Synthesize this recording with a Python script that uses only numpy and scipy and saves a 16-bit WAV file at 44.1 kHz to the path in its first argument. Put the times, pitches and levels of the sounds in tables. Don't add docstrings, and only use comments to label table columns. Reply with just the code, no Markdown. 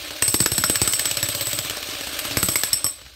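import sys
import numpy as np
from scipy import signal
from scipy.fft import rfft, irfft
from scipy.io import wavfile
from scipy.ndimage import uniform_filter1d

SR = 44100
rng = np.random.default_rng(int(sys.argv[2]) if len(sys.argv) > 2 else 0)


def linear_from_db(decibels):
    return 10 ** (np.asarray(decibels, float) / 20)


def pcm_store(signal):
    levels = np.round(np.clip(np.atleast_2d(signal), -1, 1) * 32767)
    wavfile.write(sys.argv[1], SR, levels.astype(np.int16).T)


N = 138915


def evened(x):
    return x / np.sqrt(np.mean(x ** 2) + 1e-20)


def colour(x, points, bumps=()):
    hz = np.fft.rfftfreq(len(x), 1 / SR)
    f, curve_db = np.transpose(points)
    db = np.interp(np.log(hz + 1), np.log(f + 1), curve_db)
    for centre, width, up_db in bumps:
        db = db + up_db * np.exp(-2 * ((hz - centre) / width) ** 2)
    return evened(irfft(rfft(x) * linear_from_db(db), len(x)))


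def ring(t, hz, db, t60, phase=0):
    return linear_from_db(db - 60 * t / t60) * np.sin(2 * np.pi * (hz * t + phase))


def add(mix, s, sound):
    part = mix[round(s * SR):][:len(sound)]
    part += sound[:len(part)]


def row_at(table, s, other):
    return next((row[1:] for row in table if abs(row[0] - s) < .006), other)


# (time [s], crack [dB], thump [dB], thud [dB], ring [dB])
HARD_BLOWS = [(0.2238, -6, -35, -22, -14), (0.2803, -11.5, -30.5, -31, -15), (0.3427, -6.5, -35, -15, -16),
              (0.404, -9, -22, -18.5, -12.5), (0.4608, -5.5, -54, -19, -22.5),
              (0.5184, -12.5, -25.5, -22.5, -20.5), (0.5807, -8.5, -27.5, -28, -16),
              (0.6389, -6, -32, -52, -18.5), (0.6982, -9, -39, -14, -17), (0.757, -9, -37, -47, -17),
              (0.817, -8, -23.5, -15, -14.5), (0.8763, -10, -34, -23.5, -16.5),
              (0.9355, -8.5, -39, -35, -16), (0.995, -9, -40, -55, -18), (1.056, -9.5, -38.5, -48, -18.5),
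              (1.113, -12, -36.5, -50, -23.5), (1.171, -11, -36, -45, -25.5),
              (1.2291, -11, -29, -28, -18.5), (1.288, -13.5, -34.5, -36, -18.5),
              (1.3498, -13.5, -35, -39, -20), (1.41, -13.5, -36, -33, -18.5), (1.4704, -15, -36, -29, -19),
              (1.5314, -12.5, -34, -47, -18), (1.5892, -11.5, -35.5, -50, -21)]
# (time [s], crack [dB], thump [dB], thud [dB], ring [dB])
MUFFLED_BLOWS = [(0.0477, -21.5, -57, -42, -38.5), (0.1068, -18, -58, -38, -40),
                 (1.6484, -16.5, -39.5, -45, -31), (1.698, -13, -49, -36, -49),
                 (1.7082, -16.5, -48, -30, -35), (1.77, -18, -58, -32, -35), (1.828, -16.5, -51, -34, -35),
                 (1.8882, -18.5, -49, -34, -36), (1.9513, -17.5, -53, -35, -42),
                 (2.0101, -17, -61, -32.5, -32), (2.0707, -18, -61, -32, -33.5),
                 (2.1299, -19, -63, -35, -36), (2.1906, -14, -54, -54, -29.5),
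                 (2.2517, -16.5, -47, -28, -32), (2.3105, -17, -38, -28, -39)]
# (time [s], crack [dB], thump [dB], thud [dB], ring [dB])
LAST_BLOWS = [
    (2.371, -7.5, -25.5, -15.5, -18.5),
    (2.4296, -9, -26, -20.5, -15),
    (2.487, -9.5, -31, -18.5, -17),
    (2.5573, -7, -39, -25.5, -13.5),
    (2.6354, -8, -41, -31, -20.5),
    (2.7314, -12, -35.5, -56, -17.5),
    (2.8443, -16, -36, -28, -19),
    (2.8645, -17.5, -44, -34, -22.5),
    (3.014, -27.5, -54, -77, -65),
    (3.0627, -26, -52, -66, -64),
]


def blows():
    mix, t = np.zeros(N), np.arange(8192) / SR
    for s, crack_db, thump_db, thud_db, ring_db in HARD_BLOWS + MUFFLED_BLOWS + LAST_BLOWS:
        struck = rock(t, s, crack_db, thud_db) + ground(t, s, thump_db, thud_db)
        add(mix, s - .001, struck + chisel(t, s, ring_db))
    return mix


# (main shard [Hz], low steel pair [dB],
# high steel pair [dB], lean from the 7.8 to the 8.1 kHz mode [dB])
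BLOW_LANDING = [(2750, -4.0, -2, 10), (4440, 5, 1, 1), (2050, 6, 6.0, 5), (4550, 1, -2, 3),
                (1710, 7.0, 10, -2), (4110, 8.5, 7, 1.0), (4200, 3.5, 7.5, -4), (1400, 9.5, 7.0, -2),
                (3000, -4.0, 4, 3), (1725, 1.5, -9, -3), (4629, 0, -5, 2), (1253, 4, 4, 0),
                (2980, 4.5, -0.5, -3), (1770, 0.0, 1, -2), (3150, 4.5, 1, -4), (2940, 1, 8, -3.0),
                (4140, 10, 5, -3), (1740, 3, 6, -8), (3030, -3, 6, -3), (4190, -1, 11, -5),
                (3160, 0, 5.0, -3), (1990, -3, -2.0, -11), (3760, -1, -1.0, -6), (3250, -8, 2, -4),
                (1600, 2.5, 7, -2), (1340, -7.0, 8, -1), (1225, 5.0, 7.5, -3), (2180, -2, 1, -1),
                (1701, 2, 7.5, -1), (2965, 9.0, 5, 1.5), (1154, 6, 2.5, 5.5), (3070, 4, 8, -5)]


def landing(s):
    rows = [(blow[0], *row) for blow, row in zip(HARD_BLOWS + LAST_BLOWS, BLOW_LANDING)]
    return row_at(rows, s, [3002, 0, 6, 2.5])


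# (frequency [Hz], density [dB])
CRACK_SPECTRUM = [(180, -54), (300, -3), (3520, -4), (5340, -1.5), (6000, -7), (8090, -5), (9710, -20.5),
                  (11500, -6.5), (16000, -11.5)]


def rock(t, s, db, thud_db):
    muffled_db = np.clip(-15 - db, 0, 4)
    thin_db = np.clip(-23.5 - thud_db, 0, 20)
    dulling = [(12000, 13500, -6 * muffled_db), (450, 1540, -0.38 * thin_db)]
    burst = colour(rng.standard_normal(len(t)), CRACK_SPECTRUM, dulling)
    burst *= linear_from_db(-60 * t / 0.034) + linear_from_db(3.5 - 60 * t / 0.0097)
    low_hz, high_hz, shard_t60 = 1486, 4860, 0.021
    shards = ring(t, landing(s)[0], 1.5, shard_t60)
    for pitch, weak, late in rng.random((4, 3)):
        hz = low_hz * (high_hz / low_hz) ** pitch
        shards += ring(np.maximum(t - 0.003065 * late, 0), hz, -15 - 10 * weak, shard_t60)
    rise_s = 0.0014 + 0.00074 * muffled_db
    return linear_from_db(db - 6.5) * (burst + shards) * np.minimum(t / rise_s, 1)


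# (frequency [Hz], level [dB], t60 [s])
CHISEL_MODES = [(1110, -44, .2), (5270, -17, .12), (5459, -13, .15), (7845, -5, .25), (8060, -11, .12),
                (8150, -4, .25), (8250, -11, .08), (11410, -15, .09), (11585, -16, .15), (12480, -22, .17),
                (13470, -30, .1), (14930, -26, .14), (15350, -27, .14)]
# (from [s], to [s], frequency [Hz], change [dB])
FREED_MODES = [
    (1.27, 1.6, 12480, 9),
    (1.27, 1.66, 8040, -7),
    (1.27, 1.66, 5370, -9),
    (2.83, 2.85, 1110, 24),
    (2.12, 2.27, 11500, 7),
    (1.25, 1.72, 11500, -13),
    (1.76, 1.78, 5370, 14),
    (1.15, 1.6, 589, 17),
    (2.7, 3.1, 500, -12),
]
# (frequency [Hz], density [dB])
RATTLE_SPECTRUM = [(2500, -46), (5000, -2), (6800, -7), (8300, 13), (9500, -26), (11500, -5), (13000, 0),
                   (15700, -1.5)]


def mode_changes(s):
    _, low_db, high_db, lean_db = landing(s)
    hz = [4000, 5200, 5500, 7900, 8050, 8300, 11400, 11600, 12400]
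    db = [0, low_db, low_db, -lean_db / 2, lean_db / 2, lean_db / 2, high_db, high_db, 0]
    return [sum(up for t0, t1, c, up in FREED_MODES if t0 < s < t1 and abs(f / c - 1) < .03)
            + np.interp(f, hz, db) for f, *_ in CHISEL_MODES]


def squeak(t, wobble, chance):
    glide_s = .012
    glide = 1095 * glide_s * (0.6 + chance[3]) * np.exp(-t / (glide_s * (.7 + chance[3])))
    return ring(t, 13000, -9.5 - 6 * chance[2], 0.13, glide + 8 * wobble)


def chisel(t, s, db):
    detune, spread = rng.standard_normal((len(CHISEL_MODES), 2)).T
    chance = rng.random(len(CHISEL_MODES))
    drift = evened(uniform_filter1d(rng.standard_normal((3, len(t))), round(0.011 * SR), axis=1))
    wobble = .07 * uniform_filter1d(drift, 200, axis=1)
    grip = linear_from_db(4.5 * uniform_filter1d(drift, 60, axis=1) * np.minimum(t / 0.033, 1))
    changes, loose = mode_changes(s), s > 2.7
    hz = np.fft.rfftfreq(len(t), 1 / SR)
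    modes, skirts = np.zeros(len(t)), np.zeros(len(hz))
    for k, (f, mode_db, t60) in enumerate(CHISEL_MODES):
        level_db = mode_db + changes[k]
        phase = chance[k] + wobble[(k + 1) % 3]
        modes += grip[k % 3] * ring(t, f * (1 + 0.001 * detune[k]), level_db - spread[k], t60, phase)
        skirts += linear_from_db(level_db) / (1 + ((hz - f) / 300 * 2) ** 2)
    if 1.27 < s < 1.6:
        modes += grip[2] * squeak(t, wobble[0], chance)
    fuzz = evened(irfft(rfft(rng.standard_normal(len(t))) * skirts, len(t)))
    fuzz *= linear_from_db(-13.5 - 60 * t / 0.32)
    rattle = colour(rng.standard_normal(len(t)), RATTLE_SPECTRUM) * linear_from_db(-9.5 - 60 * t / 0.25)
    noise_gain = linear_from_db(-7 if loose else 0)
    steel = modes + noise_gain * (fuzz * grip[0] + rattle * grip[1])
    clang = 1 + linear_from_db(7 - 60 * t / (.04 if loose else 0.0041))
    rebound_s = 0.0424 * (0.99 + 0.66 * chance[1])
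    rebound = linear_from_db(4 * 2 * chance[0] * np.exp(-((t - rebound_s) / 0.004) ** 2))
    return linear_from_db(db) * steel * np.minimum(t / 0.00041, 1) * clang * rebound


# (time [s], frequency [Hz])
SWING_PITCH = [
    (.2801, 95),
    (.404, 65),
    (.5808, 71),
    (.6387, 73),
    (.7569, 93),
]
# (frequency [Hz], density [dB])
RUBBLE_SPECTRUM = [(30, -30), (80, 9), (200, -27), (330, 19), (600, -47), (20000, -90)]
# (frequency [Hz], level [dB], t60 [s])
BODY_MODES = [(292, -69, 0.19), (589, -43.5, 0.085)]


def ground(t, s, thump_db, thud_db):
    chance = rng.random(4)
    u = np.maximum(t - 0.0021, 0)
    usual_hz = 101.5 if .9 < s < 2.35 else 47
    swing_hz = row_at(SWING_PITCH, s, [usual_hz * (0.943 + 0.13 * chance[0])])[0]
    falling = u + (.02 if swing_hz < 90 else .003) * (1 - np.exp(-u / 0.006))
    thump = linear_from_db(thump_db + 8.5 - 60 * u / 0.077) * np.sin(2 * np.pi * swing_hz * falling)
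    thump *= np.minimum(u / 0.0019, 1)
    rubble = colour(rng.standard_normal(len(t)), RUBBLE_SPECTRUM) * linear_from_db(thump_db - 9 - 60 * u / 0.097)
    rubble *= np.minimum(u / 0.0088, 1)
    thud_hz, thud_t60 = 309, 0.025
    thud = ring(u, thud_hz * (0.88 + 0.2 * chance[1]), thud_db + 2, thud_t60)
    thud += ring(u, 1.37 * thud_hz, thud_db, thud_t60 / 2)
    knock = np.zeros(len(t))
    for (f, db, t60), q in zip(BODY_MODES, chance[2:]):
        up_db = sum(up for t0, t1, c, up in FREED_MODES if t0 < s < t1 and c < 2 * f and f < 1.5 * c)
        knock += ring(t, f * (.96 + 0.038 * q), db - 6 * q + up_db, t60)
    return thump + rubble + thud + knock


# (time [s], frequency [Hz], level [dB], t60 [s])
SLAB_KNOCKS = [
    (.597, 260, -21, 0.041),
    (.603, 74.5, -25, 0.072),
    (.6395, 611, -24, 0.096),
    (2.436, 167, -15.5, 0.039),
    (2.515, 300, -29, 0.074),
    (3.045, 80, -40, .1),
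]


def slabs():
    mix, t = np.zeros(N), np.arange(8192) / SR
    for s, hz, db, t60 in SLAB_KNOCKS:
        add(mix, s, ring(t, hz, db, t60) * np.minimum(t / 0.0057, 1))
    return mix


# (time [s], level [dB])
MOTOR_LEVEL = [(0.0, -38), (0.11, -37), (0.37, -38), (1.0, -34), (1.82, -35.5), (2.33, -32), (2.54, -37),
               (2.74, -37.5), (2.82, -42.5), (3.04, -50.5), (3.15, -52)]
# (frequency [Hz], density [dB])
WHIRR_SPECTRUM = [(30, -4), (100, 0), (300, -3.5), (700, -4), (3870, 1.5), (8500, -11), (12000, -10.5),
                  (16000, -12.5)]
# (frequency [Hz], width [Hz], gain [dB])
MOTOR_RESONANCES = [(203, 83, -21.5), (286, 66, 10.5), (593, 85, 8.5), (920, 133, -6.5), (1930, 135, -5),
                    (8650, 390, 13.5), (9600, 1450, -8)]


def motor():
    frames = N // 128 + 6
    a, b, patch = rng.standard_normal((frames, 257, 3)).T
    patch = evened(uniform_filter1d(uniform_filter1d(patch, 8, 0), 10, 1))
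    flicker = evened(uniform_filter1d(rng.standard_normal(frames), 3))
    spectra = (a + 1j * b) * linear_from_db(1.8 * patch + 2.08 * flicker)
    roar = signal.istft(spectra, nperseg=512, noverlap=384)[1][:N]
    grit = linear_from_db(7.5 * np.minimum(rng.exponential(1, N), 3))
    grit *= rng.random(N) < 1200 / SR
    grit *= rng.choice([-1, 1], N)
    grain = rng.standard_normal(200) * np.exp(-np.arange(200) / 30)
    grit = signal.oaconvolve(grit, grain)[:N]
    s, db = np.transpose(MOTOR_LEVEL)
    whirr = colour(evened(roar) + linear_from_db(-9.5) * evened(grit), WHIRR_SPECTRUM, MOTOR_RESONANCES)
    return whirr * linear_from_db(3.5 + np.interp(np.arange(N) / SR, s, db))


# (delay [s], level [dB])
WALL_ECHOES = [(.0045, -25), (.0095, -26), (0.016, -22.5)]


def yard(x):
    taps = np.zeros(SR // 2)
    at = np.arange(300, SR // 2 - 20, 20)
    taps[at + rng.integers(0, 20, len(at))] = rng.choice([-1., 1.], len(at))
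    taps *= linear_from_db(-60 * np.arange(len(taps)) / SR / 0.38)
    taps *= linear_from_db(-14) / np.linalg.norm(taps)
    for s, db in WALL_ECHOES:
        taps[round(s * SR)] += linear_from_db(db)
    return x + signal.fftconvolve(x, taps)[:N]


# (frequency [Hz], density [dB])
AIR_SPECTRUM = [(20, -23), (55, 7), (150, -18), (600, -69), (4000, -11), (16000, -52)]


def air():
    return linear_from_db(-50) * colour(rng.standard_normal(N), AIR_SPECTRUM)


def scene():
    return (yard(blows() + slabs()) + motor() + air())[None]


def low_pass(x):
    return signal.sosfilt(signal.butter(12, 16970, fs=SR, output="sos"), x)


def record(dry):
    limit, edge_hz = .75, 15750
    x = signal.lfilter(*signal.butter(2, 42, "high", fs=SR), dry)
    x = limit * np.tanh(x / limit)
    band = signal.firwin(401, edge_hz, window=("kaiser", 3), fs=SR)
    mix = signal.oaconvolve(x, band[None], "same")
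    return low_pass(mix)


dry = scene()
out = record(dry)
pcm_store(out)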